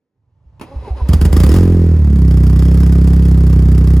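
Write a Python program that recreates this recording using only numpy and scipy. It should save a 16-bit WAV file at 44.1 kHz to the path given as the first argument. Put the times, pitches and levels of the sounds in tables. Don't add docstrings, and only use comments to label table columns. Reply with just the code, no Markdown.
import sys
import numpy as np
from scipy import signal
from scipy.fft import rfft, irfft
from scipy.io import wavfile
from scipy.ndimage import uniform_filter1d, minimum_filter1d

SR = 44100
rng = np.random.default_rng(int(sys.argv[2]) if len(sys.argv) > 2 else 0)


def wav_out(sig):
    wavfile.write(sys.argv[1], SR, np.round(np.clip(np.atleast_2d(sig).T, -1, 1) * 32767).astype(np.int16))


N = 176400
T = np.arange(N) / SR
SIDES = np.array([[1], [-1]])


def from_db(db):
    return 10 ** (np.asarray(db) / 20)


def pan(left_db):
    return from_db(SIDES * left_db / 2)


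def in_time(rows, at=T):
    times, *columns = np.transpose(rows)
    return [np.interp(at, times, column) for column in columns]


def at_hz(points, hz):
    f, value = np.transpose(points)
    return np.interp(np.log(hz + 1e-3), np.log(f), value)


def drift(hz):
    slow = signal.sosfilt(signal.butter(2, hz, fs=SR, output="sos"), rng.standard_normal(N + SR))[SR:]
    return slow / slow.std()


def strike(times, gains, shape):
    impulses = np.zeros(N)
    np.add.at(impulses, np.clip((times * SR).astype(int), 0, N - 1), gains)
    return signal.fftconvolve(impulses, shape)[:N]


# f/Hz, coherence/0-1
STEREO_COHERENCE = [(100, .9997), (400, .97), (900, .68), (5500, .68), (7000, .82), (15000, .85)]
# f/Hz, phase/rad
STEREO_LEAD = [(0, 0), (1700, 0), (3200, 1.1), (5300, .8), (6700, 0), (8400, -3.1), (15800, -15.7)]
# f/Hz, level/dB
STEREO_TILT = [(100, -2.5), (300, -5.5), (600, 2.5), (1200, 0), (3000, 1), (4800, 5), (6500, 1),
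               (15000, -0.5)]


def noise(spectrum, rings=(), ripple_db=2, ripple_span_s=0.0086):
    hz = np.arange(N // 2 + 1) * SR / N
    mid, side = rfft(rng.standard_normal((2, N)))
    coherence = np.clip(at_hz(STEREO_COHERENCE, hz), 0, 1)
    pair = np.sqrt(1 + coherence) * mid + SIDES * np.sqrt(1 - coherence) * side
    lead_rad = np.interp(hz, *np.transpose(STEREO_LEAD))
    place = pan(at_hz(STEREO_TILT, hz)) * np.exp(.5j * SIDES * lead_rad)
    low_cut = 1 / (1 + (spectrum[0][0] / 2 / (hz + 1)) ** 2)
    ripple = rfft(rng.standard_normal(N) * T * np.exp(-2 * T / ripple_span_s)).real
    db = at_hz(spectrum, hz) + ripple_db * ripple / ripple.std() * hz / (hz + 300)
    db += sum(boost / (1 + (2 * (hz - centre) / width) ** 2) for centre, width, boost in rings)
    coloured = irfft(pair * place * low_cut * from_db(db), N)
    return coloured / coloured.std()


# f/Hz, relative density/dB
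AIR_SPECTRUM = [(30, -20), (70, -2), (120, -1), (155, -8.5), (195, -23), (250, -25), (450, -28.5),
                (740, -30.5), (880, -24), (1400, -41), (8000, -58.5), (15000, -77)]
# t/s, level/dB
AIR_FADE = [(0, -110), (.12, -91), (.16, -69), (.3, -58.5), (.45, -51), (.58, -44.5), (.7, -39)]


def air():
    db, = in_time(AIR_FADE)
    return from_db(db) * noise(AIR_SPECTRUM)


# t/s, level/dB
UNFIRED_STROKES = [(0.459, -38), (0.758, -16), (0.905, -12), (1.016, -8.5), (1.19, -9.5), (1.305, -8)]


def puffs(mode_hz=64, t60_s=0.22, rise_s=0.0076):
    times, db = np.transpose(UNFIRED_STROKES)
    ring = np.sin(2 * np.pi * mode_hz * T) * from_db(-60 * T / t60_s) * (1 - np.exp(-T / rise_s))
    return strike(times, from_db(db), ring / ring.max())


# t/s, level/dB, decay/s
SOLENOID_CLICKS = [(0.597, -38, 0.012), (.612, -25, 0.017), (.634, -40.5, 0.0075)]
# f/Hz, relative density/dB
CLICK_SPECTRUM = [(35, -35), (60, -16), (263, 2.5), (564, -12), (960, -5), (1520, -20), (1670, -23),
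                  (2650, -14), (3500, -29), (5430, -30.5), (8230, -37), (9230, -29), (15000, -39)]


def solenoid():
    level = sum(from_db(db) * (T >= onset_s) * np.exp(-np.abs(T - onset_s) / decay_s)
                for onset_s, db, decay_s in SOLENOID_CLICKS)
    return level * noise(CLICK_SPECTRUM)


# t/s, tooth rate/Hz, whine/dB, grinding/dB
CRANKING = [(.61, 197, -73, -48), (.65, 241.3, -56, -43.5), (.73, 279.6, -34, -44), (.81, 267.4, -47, -44),
            (.865, 238.7, -36, -38.5), (.885, 201.2, -29.5, -36.5), (.94, 177.9, -40.5, -45.5),
            (.975, 275.3, -45, -36), (1.015, 245.4, -29, -38), (1.04, 242, -62, -39.5),
            (1.12, 250, -58.5, -32), (1.3, 300, -42, -59)]
# multiple of tooth rate, level/dB
WHINE_HARMONICS = [(1, -1), (2, 3), (3, -7), (4, -0.5)]
# f/Hz, gain/dB
BELL_HOUSING = [(210, -18), (280, -7), (350, -17), (420, 0.5), (485, -13), (560, -4), (640, -19), (730, -1),
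                (960, 4.5), (1060, -7.5), (1160, -25)]
# f/Hz, relative density/dB
GRIND_SPECTRUM = [(120, -34), (200, -2.5), (560, -4), (636, -9), (946, -6.5), (1360, -19.5), (4010, -29),
                  (8570, -42), (9210, -36), (15000, -55)]
# f/Hz, width/Hz, boost/dB
STARTER_RINGS = [(2100, 120, 6.1), (2620, 180, 7.1), (4000, 390, 5.2), (5000, 250, 8.5), (9400, 400, 5),
                 (14000, 900, 6)]


def starter(wobble=0.0091, roughness=0.28):
    tooth_hz, whine_db, grind_db = in_time(CRANKING)
    phase = 2 * np.pi * np.cumsum(tooth_hz * (1 + wobble * drift(hz=60))) / SR
    whine = 0
    for k, db in WHINE_HARMONICS:
        gain = from_db(db + at_hz(BELL_HOUSING, k * tooth_hz))
        whine += gain * np.sin(k * phase) * (1 + roughness * drift(hz=70))
    grinding = noise(GRIND_SPECTRUM, STARTER_RINGS)
    engaged = (T > CRANKING[0][0]) & (T < CRANKING[-1][0])
    return engaged * (from_db(whine_db) * whine + from_db(grind_db) * grinding)


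# f/Hz, relative density/dB
CLATTER_SPECTRUM = [(30, -2.5), (100, 6.5), (300, 8), (450, 5), (600, -2), (1100, -11), (2000, -15),
                    (3000, -24), (5000, -26.5), (15000, -36.5)]
# t/s, level/dB
CLATTER_ENVELOPE = [(1.04, -70), (1.1, -25), (1.3, -23), (1.5, -17.5), (1.7, -28), (2.05, -32), (2.7, -28),
                    (4, -29.5)]


def clatter(times, depth=0.57, fall_s=0.021):
    db, = in_time(CLATTER_ENVELOPE)
    throb = strike(times, 0.56, np.exp(-T[:SR // 4] / fall_s))
    return from_db(db) * (1 + depth * (2 * throb - 1)) * noise(CLATTER_SPECTRUM)


# t/s, boom/dB, load/0-1, hiss/dB
FIRST_FIRINGS = [(1.088, 3.007, 0.25, -21.5), (1.133, 2, 0.08, -16.5), (1.213, 2.997, 0.62, -17.5),
                 (1.251, 3, 0.53, -17.5), (1.328, 3, 0.47, -17.5), (1.366, 3, 0.7, -16),
                 (1.401, 3, 0.56, -17.5), (1.435, 3, 0.08, -16), (1.464, 3, 0.05, -17),
                 (1.491, 3, 0.75, -17), (1.517, 3, 0.9, -18), (1.54, 3.002, 1, -16)]
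# t/s, firing rate/Hz
FIRING_RATE = [(1.56, 43.3), (1.64, 44.4), (1.79, 42.3), (1.9, 40.5), (2.03, 36.6), (2.2, 33.2),
               (2.45, 31.4), (2.72, 33.3), (3.2, 33.4), (3.45, 32.4), (3.7, 31.8), (4, 32.3)]
# t/s, boom/dB, load/0-1, hiss/dB
RUNNING_EFFORT = [(1.56, 4, 0.7, -21), (1.66, 1.5, 0.81, -31), (1.8, 0.5, 0.8, -39),
                  (1.93, -1.5, 0.64, -44.5), (1.97, -4.5, 0.32, -43), (2.04, -3, 0.11, -41.5),
                  (2.25, 1, 0.08, -33), (2.7, 0.5, 0.02, -28), (3.4, 1, 0.04, -31.5), (4, 1, 0.14, -29)]


def firings(runs_from_s=1.562, jitter_s=0.00012, boom_scatter_db=0.32, hiss_scatter_db=2.2):
    rate_hz, = in_time(FIRING_RATE)
    running = T >= runs_from_s
    count = np.cumsum(rate_hz[running]) / SR
    times = np.interp(np.arange(int(count[-1]) + 1), count, T[running])
    boom_db, load, hiss_db = in_time(RUNNING_EFFORT, times)
    scatter = rng.standard_normal((100, 3))[:len(times)].T
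    times += jitter_s * scatter[0]
    boom_db += boom_scatter_db * scatter[1]
    hiss_db += hiss_scatter_db * scatter[2]
    return np.hstack([np.transpose(FIRST_FIRINGS), [times, boom_db, load, hiss_db]])


# f/Hz, relative density/dB
GAS_SPECTRUM = [(150, 15), (400, 14), (600, 4.5), (800, 5.5), (1200, 3), (1700, -4), (2000, -2.5),
                (2600, -4), (3400, -2), (4200, -8.5), (4700, 0), (5200, -5), (5700, -8), (7000, -7),
                (7600, -8), (8600, -2), (10300, -7), (12000, -8), (15800, -6.5)]
# f/Hz, width/Hz, boost/dB
TAILPIPE_RINGS = [(1236, 150, 6.5), (1576, 130, 3), (1946, 116, 8), (4680, 120, -2), (5210, 98, 2),
                  (7620, 320, 5)]


def gas(times, hiss_db, lead_s=0.0059, rise_s=0.0084, fall_s=0.0047):
    echo_s, echo_db = 0.0084, -6.5
    wake_fall_s, wake_db = 0.043, -15.5
    t = T[:SR // 4]
    rise = np.minimum(t / rise_s, 1) ** 2
    spit = rise * np.exp(-np.maximum(t - rise_s, 0) / fall_s)
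    echo = from_db(echo_db) * np.interp(t - echo_s, t, spit)
    wake = from_db(wake_db) * rise * np.exp(-t / wake_fall_s)
    power = strike(times - lead_s, from_db(hiss_db) ** 2, spit ** 2 + echo ** 2 + wake ** 2)
    return np.sqrt(np.abs(power)) * noise(GAS_SPECTRUM, TAILPIPE_RINGS)


# f/Hz, level/dB re hiss, t60/s
STEEL_MODES = [(1624, -20, .08), (4685, -21, .06), (5250, -18, .08)]


def tip(times, hiss_db, scatter_db=4.5):
    zing = 0
    for hz, mode_db, t60_s in STEEL_MODES:
        scatter = np.minimum(rng.standard_normal(200)[:len(times)], 2)
        ring = np.sin(2 * np.pi * hz * T) * from_db(-60 * T / t60_s)
        zing += strike(times, from_db(hiss_db + mode_db + scatter_db * scatter), ring)
    return zing * pan(left_db=2)


def pipe_ring(spectrum, size=32768):
    hz = np.arange(size // 2 + 1) * SR / size
    cepstrum = irfft(np.log(from_db(at_hz(spectrum, hz))))
    cepstrum[1:size // 2] *= 2
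    cepstrum[size // 2 + 1:] = 0
    ring = irfft(np.exp(rfft(cepstrum)))[:size // 2]
    ring = signal.sosfilt(signal.butter(2, spectrum[-1][0], fs=SR, output="sos"), ring)
    return ring / np.abs(ring).max()


# f/Hz, relative level/dB
IDLE_SPECTRUM = [(15, -58), (33, -43), (52, -1), (67, 1), (80, 8.5), (100, -11.5), (116, -8.5), (133, -10),
                 (167, -5.5), (195, -14.5), (212, -6), (233, -29), (270, -17.5), (335, -27), (400, -28),
                 (500, -58), (900, -56)]
# f/Hz, relative level/dB
LOADED_SPECTRUM = [(15, -45), (43, -8.5), (70, 14), (87, 1), (129, -11.5), (172, -2), (215, -15),
                   (260, -13.5), (350, -32.5), (600, -69)]


def booms(times, boom_db, load, lag_s=0.00298):
    bark_hz, bark_db, bark_width_s, bark_lag_s = 319, -4.5, 0.0016, 0.0023
    idle = strike(times + lag_s, from_db(boom_db) * (1 - load), pipe_ring(IDLE_SPECTRUM))
    loaded = strike(times + lag_s, from_db(boom_db) * load, pipe_ring(LOADED_SPECTRUM))
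    half_s = 0.008
    t = T[T < 2 * half_s] - half_s
    front = np.cos(2 * np.pi * bark_hz * t) * np.exp(-.5 * (t / bark_width_s) ** 2)
    bark = strike(times + bark_lag_s - half_s, from_db(boom_db + bark_db) * load ** 2, front)
    return -signal.sosfilt(signal.butter(1, 10, "high", fs=SR, output="sos"), idle + loaded + bark)


def scene():
    times, boom_db, load, hiss_db = firings()
    outdoors = air()
    pipe = (puffs() + booms(times, boom_db, load)) * pan(left_db=-1.16)
    exhaust = pipe + gas(times, hiss_db) + tip(times, hiss_db)
    return outdoors + exhaust + clatter(times) + starter() + solenoid()


def record(dry, ceiling=0.89, release_db_per_s=513, cutoff_hz=15900):
    over_db = 20 * np.log10(np.maximum(np.abs(dry).max(axis=0) / ceiling, 1))
    release_db = release_db_per_s * T
    held_db = np.maximum.accumulate(over_db + release_db) - release_db
    gain = uniform_filter1d(minimum_filter1d(from_db(-held_db), size=65), size=65)
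    return signal.sosfilt(signal.ellip(12, .1, 80, cutoff_hz, fs=SR, output="sos"), dry * gain)


dry = scene()
out = record(dry)
wav_out(out)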